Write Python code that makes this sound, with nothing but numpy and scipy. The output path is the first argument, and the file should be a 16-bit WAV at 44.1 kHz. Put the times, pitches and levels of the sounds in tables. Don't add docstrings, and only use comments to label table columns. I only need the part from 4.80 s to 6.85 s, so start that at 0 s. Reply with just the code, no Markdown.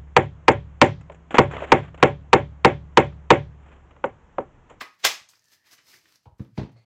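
import sys
import numpy as np
from scipy import signal
from scipy.fft import rfft, irfft
from scipy.io import wavfile
from scipy.ndimage import uniform_filter1d

SR = 44100
rng = np.random.default_rng(int(sys.argv[2]) if len(sys.argv) > 2 else 0)


def master(y):
    cut = np.clip(np.atleast_2d(y).T, -1, 1)
    pcm = np.round(cut * 32767)
    wavfile.write(sys.argv[1], SR, pcm.astype(np.int16))


def magnitude_from_level(level_db):
    exponent = np.asarray(level_db, float) / 20
    return 10 ** exponent


N = 90404
T = np.arange(N) / SR

# pitch_hz [Hz], level_db [dB per Hz]
SNAP_COLOUR = [(80, -39), (260, -18), (600, -9), (2500, -4), (6500, -7.5), (9500, -20), (12500, -16.5),
               (16000, -20)]
# pitch_hz [Hz], level_db [dB], time to fall 60 dB t60_s [s]
BODY_TONES = [(624, -8.5, 0.036), (895.7, -2.5, 0.16), (1222, -6.5, 0.051), (1393, -4.5, .05),
              (1754, -1.5, 0.066), (2106, -6.5, 0.068), (2434, 1.5, .08), (2548, 3.5, 0.098),
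              (2843, -9.5, 0.12), (3535, -4.5, 0.06), (3470, -3.5, 0.059), (3827, 0, 0.074), (5220, 0, .06),
              (7370, -15, .05)]
BODY_RING_DB = -11.5


def unit(x):
    return x / np.sqrt(np.mean(x ** 2))


def curve(table, hz):
    table = np.array(table, float)
    return np.interp(np.log(np.maximum(hz, 1)), np.log(table[:, 0]), table[:, 1])


def colour(x, table, size=2048):
    hz = np.arange(size // 2 + 1) * SR / size
    cepstrum = irfft(np.log(magnitude_from_level(curve(table, hz))))
    cepstrum[1:size // 2] *= 2
    cepstrum[size // 2 + 1:] = 0
    response = irfft(np.exp(rfft(cepstrum)))
    response = response / np.sqrt(np.sum(response ** 2))
    return signal.fftconvolve(x, response)[:len(x)]


def ring(x, tones):
    t = T[:SR // 2]
    response = np.zeros(len(t))
    for hz, db, t60 in tones:
        response += magnitude_from_level(db - 60 * t / max(t60, .005)) * np.sin(2 * np.pi * hz * t)
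    return signal.fftconvolve(x, response / np.sqrt(np.sum(response ** 2)))[:N]


def band(x, hz, width):
    b, a = signal.iirpeak(hz, hz / width, SR)
    return signal.lfilter(b, a, signal.lfilter(b, a, x))


def grains(per_s, spread_db):
    chance, side, size = rng.random((3, N))
    clicks = (chance < per_s / SR) * np.sign(side - .5)
    return unit(clicks * magnitude_from_level(-spread_db * np.log(1 - size)))


def walk(count):
    step = SR // count
    turns = rng.standard_normal(N // step + 1)
    return unit(uniform_filter1d(np.repeat(turns, step)[:N], step))


def swell(s, db, rise, fall):
    return magnitude_from_level(db + 20 * np.minimum((T - s) / rise, (s - T) / fall))


def lever(bursts, spectrum, tones, ring_db):
    fall_db_s = 1900.5
    env = np.zeros(N)
    for s, db, rise_db_s, hold in bursts:
        rise = rise_db_s * np.minimum(T - s, 0)
        fall = fall_db_s * np.maximum(T - s - hold, 0)
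        env += magnitude_from_level(db + rise - fall)
    slips = env * grains(per_s=22000, spread_db=1.6)
    crack = (np.arange(N) == np.argmax(env)) * np.sqrt(np.sum(env ** 2))
    return np.array([colour(x, spectrum) + magnitude_from_level(ring_db) * ring(x, tones) for x in (slips, crack)])


def background():
    floor_colour = [(30, -13), (60, -1.5), (120, 3), (400, -12), (1500, -15), (3000, -24.5), (9000, -29),
                    (16000, -36)]
    level_db = -79.5 + 1.7 * walk(count=6)
    return colour(rng.standard_normal(N), floor_colour, size=8192) * magnitude_from_level(level_db)


def shear():
    # start_s (peak) [s], level_db [dB], rise [dB per s], hold_s [s]
    tears = [
        (.004, -55, 2970, .003),
        (.0075, -39, 8874, .003),
        (.237, -43.5, 1679, 0.003),
        (.2418, -27.5, 5007, .001),
        (.2447, -22.5, 6000, 0.0037),
    ]
    near, _ = lever(tears, SNAP_COLOUR, BODY_TONES, BODY_RING_DB)
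    return signal.sosfilt(signal.butter(4, 7900, fs=SR, output="sos"), near)


def creak():
    # start_s (peak) [s], level_db [dB], rise [dB per s], hold_s [s]
    creaks = [
        (.0105, -35.5, 9000, 0.004),
        (.018, -37, 4000, 0.0044),
    ]
    creak_colour = [(60, -42), (250, -6.5), (700, -9.5), (1150, 2), (2300, -3.5), (5300, -16.5),
                    (9000, -24), (16000, -25)]
    # pitch_hz [Hz], level_db [dB], time to fall 60 dB t60_s [s]
    lever_tones = [(1134, -2.5, .12), (1247, -0.5, 0.14), (1330, -10.5, 0.068), (2020, -4, 0.037),
                   (2020, -4, 0.035), (2310, -7, .04), (2465, -1.5, 0.05), (5200, -8, .04)]
    return lever(creaks, creak_colour, lever_tones, ring_db=-4)


def knocks():
    # start_s [s], level_db [dB], contact_s [s], crack_db [dB]
    contacts = [(0.012, -67, 0.0078, -86), (0.253, -71, 0.013, -64), (0.411, -70.5, 0.004, -89),
                (1.462, -57.5, 0.0065, -62), (1.47, -53, 0.0097, -74), (1.52, -57.5, 0.011, -71),
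                (1.595, -49, 0.002, -49), (1.603, -34.5, 0.0035, -79), (1.614, -44, 0.002, -56),
                (1.649, -67, 0.0027, -57.5), (1.688, -82, 0.0023, -71), (1.7777, -40, 0.0026, -32),
                (1.783, -28, 0.003, -41.5), (1.795, -61, 0.0038, -37.5), (1.813, -36, 0.0046, -45.5),
                (1.832, -36.5, 0.0035, -42.5), (1.859, -51.5, 0.00088, -51), (1.892, -77, 0.0021, -57)]
    # pitch_hz [Hz], level_db [dB], time to fall 60 dB t60_s [s]
    table_tones = [(69.4, -19.5, 0.073), (91, -21, 0.022), (115, -3, 0.045), (142, -4.5, 0.24),
                   (177, -1, 0.062), (211, -2, 0.095), (257, 3, 0.048), (333, -4, 0.095),
                   (450, -0.5, 0.083), (536, -4.5, 0.11), (718.7, -6, 0.11), (930, -0.5, 0.064)]
    crack_colour = [(150, -9.5), (350, 0.5), (750, -6), (1300, -16.5), (4000, -25), (6500, -34),
                    (9000, -53.5), (16000, -59)]
    push, crack = np.zeros(N), np.zeros(N)
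    for s, db, contact, crack_db in contacts:
        phase = np.clip((T - s) / max(contact, .0005), 0, 1)
        push += magnitude_from_level(db) * np.sin(np.pi * phase) ** 2
        crack += swell(s, crack_db, rise=.002, fall=.08 / 3)
    rough = crack * grains(per_s=6100, spread_db=1.0)
    return ring(push, table_tones) + colour(rough, crack_colour)


def rub():
    # start_s (peak) [s], level_db [dB], swell_s [s], fade_s [s], brightness [0-1]
    strokes = [(.145, -68, 0.044, 0.054, 0.56), (0.2, -58.5, 0.021, 0.13, 0.54),
               (0.494, -59, 0.0097, 0.11, 0.9), (0.537, -63, 0.0088, 0.041, 0.17),
               (0.651, -74, 0.027, 0.037, 0.97), (0.733, -58, 0.079, 0.051, 0.96),
               (0.868, -62, 0.054, 0.13, 0.48), (0.933, -52.5, 0.05, 0.032, 0.91),
               (0.985, -55.5, 0.015, 0.044, 0.1), (1.087, -58, 0.065, 0.17, 0.93),
               (1.14, -57, 0.037, 0.078, 0.67), (1.259, -64.5, 0.019, 0.061, 0.21),
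               (1.291, -68, 0.051, 0.063, 0.98), (1.358, -62.5, 0.058, 0.037, 0.69),
               (1.435, -74.5, 0.01, 0.044, 0.93), (1.584, -68, 0.005, 0.11, 0.84),
               (1.772, -67.5, 0.056, 0.071, 0.51), (1.918, -68, 0.0051, 0.043, 0.45),
               (1.969, -71, 0.013, 0.12, 0)]
    rub_colour = [(100, -5.5), (900, -2.5), (2000, 0.5), (3200, 0.5), (6500, -2), (9800, -6), (12500, -2.5),
                  (15800, -9)]
    # pitch_hz [Hz], width_hz [Hz], level_db [dB]
    slot_peaks = [
        (1900, 1800, -15),
        (4620, 3000, -8.5),
        (6000, 280, -20),
    ]
    scrape = grains(per_s=9000, spread_db=2.5)
    plain = colour(scrape, rub_colour)
    peaks = []
    for hz, width, db in slot_peaks:
        wander = magnitude_from_level(db + 0.86 * walk(count=9))
        peaks.append(unit(band(scrape, hz, width)) * wander)
    high, low = np.zeros(N), np.zeros(N)
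    for s, db, rise, fade, brightness in strokes:
        env, share = swell(s, db, rise, fade), np.clip(brightness, 0, 1)
        high += env * share
        low += env * (1 - share)
    bright = plain + sum(peaks[1:])
    dull = signal.sosfilt(signal.butter(2, 6000, fs=SR, output="sos"), plain) + 2 * peaks[0]
    flicker = magnitude_from_level(1.3 * walk(count=60))
    return (high * bright + low * dull) * flicker


def snap():
    # start_s (peak) [s], level_db [dB], rise [dB per s], hold_s [s]
    breaks = [
        (.234, -56, 1500, .008),
        (.2495, -15.5, 5000, 0.00064),
        (.2511, -13.5, 6000, 0.0006),
        (.2575, -27, 6000, 0.00057),
        (.2618, -27, 6000, .0005),
        (.2657, -24, 6000, 0.00059),
        (.2745, -25.5, 5000, 0.0023),
    ]
    return lever(breaks, SNAP_COLOUR, BODY_TONES, BODY_RING_DB)


def ticks():
    catches = [(0.4883, -41.5, 6000), (.4954, -48, 4860), (.5034, -43.5, 6880), (0.5349, -46.5, 1447),
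               (0.5426, -56, 1390), (.5544, -50, 4880), (0.594, -50.5, 5320), (0.642, -51.5, 6760),
               (.656, -55, 5200), (.6833, -53, 5470), (.847, -56, 1800), (.9118, -44.5, 4700),
               (1.0864, -48, 5330), (0.7325, -53, 1860), (0.9347, -47, 1550), (1.1334, -47, 1900),
               (1.1404, -40.5, 1900), (1.2565, -46.5, 1830), (1.2575, -58, 3306), (1.3577, -45, 5310)]
    out, t = np.zeros(N), T[:SR // 40]
    for s, db, hz in catches:
        burst = rng.standard_normal(len(t)) * magnitude_from_level(-60 * t / .015)
        click = band(burst, hz, width=hz * .5)
        i = int(s * SR)
        out[i:i + len(t)] += click / np.abs(click).max() * magnitude_from_level(db - 2)
    return out


def squeaks():
    rubs = [
        (.73, -69, 1763, 0.17, 0.15),
        (.865, -68, 1845, 0.084, 0.1),
        (1.11, -62, 5200, 0.11, .08),
        (1.14, -67.5, 2230, 0.085, .1),
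        (1.14, -63, 370.5, 0.01, 0.06),
        (1.257, -75, 326.5, 0.035, 0.1),
        (1.975, -70.5, 4370, 0.037, 0.082),
        (1.969, -72, 2105, .02, 0.12),
    ]
    noise = rng.standard_normal(N)
    return sum(swell(s, db, rise, fall) * unit(band(noise, hz, hz / 12)) for s, db, hz, rise, fall in rubs)


def corners():
    touches = [(1.456, -66, 2190, 1990, .1), (1.4585, -52.5, 882, 201.8, 0.19), (1.46, -57, 450, 403, 0.18),
               (1.493, -68, 900, 252, 0.064), (1.503, -72.5, 930, 200, 0.065),
               (1.595, -57, 1310, 1090, 0.2), (1.7756, -49, 2200, 900, .06), (1.78, -46, 3994, 2000, 0.036),
               (1.796, -57.5, 2600, 1200, 0.064), (1.822, -53, 1995, 900, 0.067),
               (1.96, -66, 590, 704, 0.41)]
    noise = rng.standard_normal(N)
    out = np.zeros(N)
    for s, db, hz, width, t60 in touches:
        out += swell(s, db, rise=.002, fall=t60 / 3) * unit(band(noise, hz, width))
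    return out


def hum():
    hums = [
        (1.733, -50, 110, 0.049, 0.071),
        (1.949, -47, 115, 0.036, 0.1),
        (1.993, -55, 115, 0.02, 0.031),
    ]
    return sum(swell(s, db, rise, fall) * np.sin(2 * np.pi * hz * T) for s, db, hz, rise, fall in hums)


def room(x):
    room_t60 = [(100, 0.27), (500, 0.27), (1000, 0.3), (6000, 0.31), (15000, 0.22)]
    delay_s = 0.0034
    t = T[:SR // 2]
    tail = np.zeros(len(t))
    for hz in 60 * 2. ** np.arange(0, 8.1, .5):
        sos = signal.butter(2, [hz / 2 ** .25, hz * 2 ** .25], "band", fs=SR, output="sos")
        noise = signal.sosfilt(sos, rng.standard_normal(len(t)))
        tail += noise * magnitude_from_level(-60 * t / curve(room_t60, hz))
    tail = tail * np.clip(t / delay_s - .5, 0, 1)
    return signal.fftconvolve(x, tail / np.sqrt(np.sum(tail ** 2)))[:N]


def scene():
    punch, punch_crack = creak() + snap()
    card = shear() + rub() + ticks() + squeaks()
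    table = knocks() + corners() + hum()
    walls = room(magnitude_from_level(-6.5) * punch_crack + magnitude_from_level(-7) * card + magnitude_from_level(-9) * table)
    return (punch + card + table + walls + background())[None]


def low_pass(x):
    return signal.sosfilt(signal.butter(12, 15950, fs=SR, output="sos"), x)


def record(dry):
    ceiling, fade_out_s = .9, 0.0055
    x = ceiling * np.tanh(dry / ceiling)
    x = signal.sosfilt(signal.butter(4, 66, "high", fs=SR, output="sos"), x)
    x = signal.sosfilt(signal.ellip(10, .2, 70, 15900, fs=SR, output="sos"), x)
    x = x * np.clip((T[-1] - T) / fade_out_s, 0, 1)
    return low_pass(x)


dry = scene()
out = record(dry)
master(out)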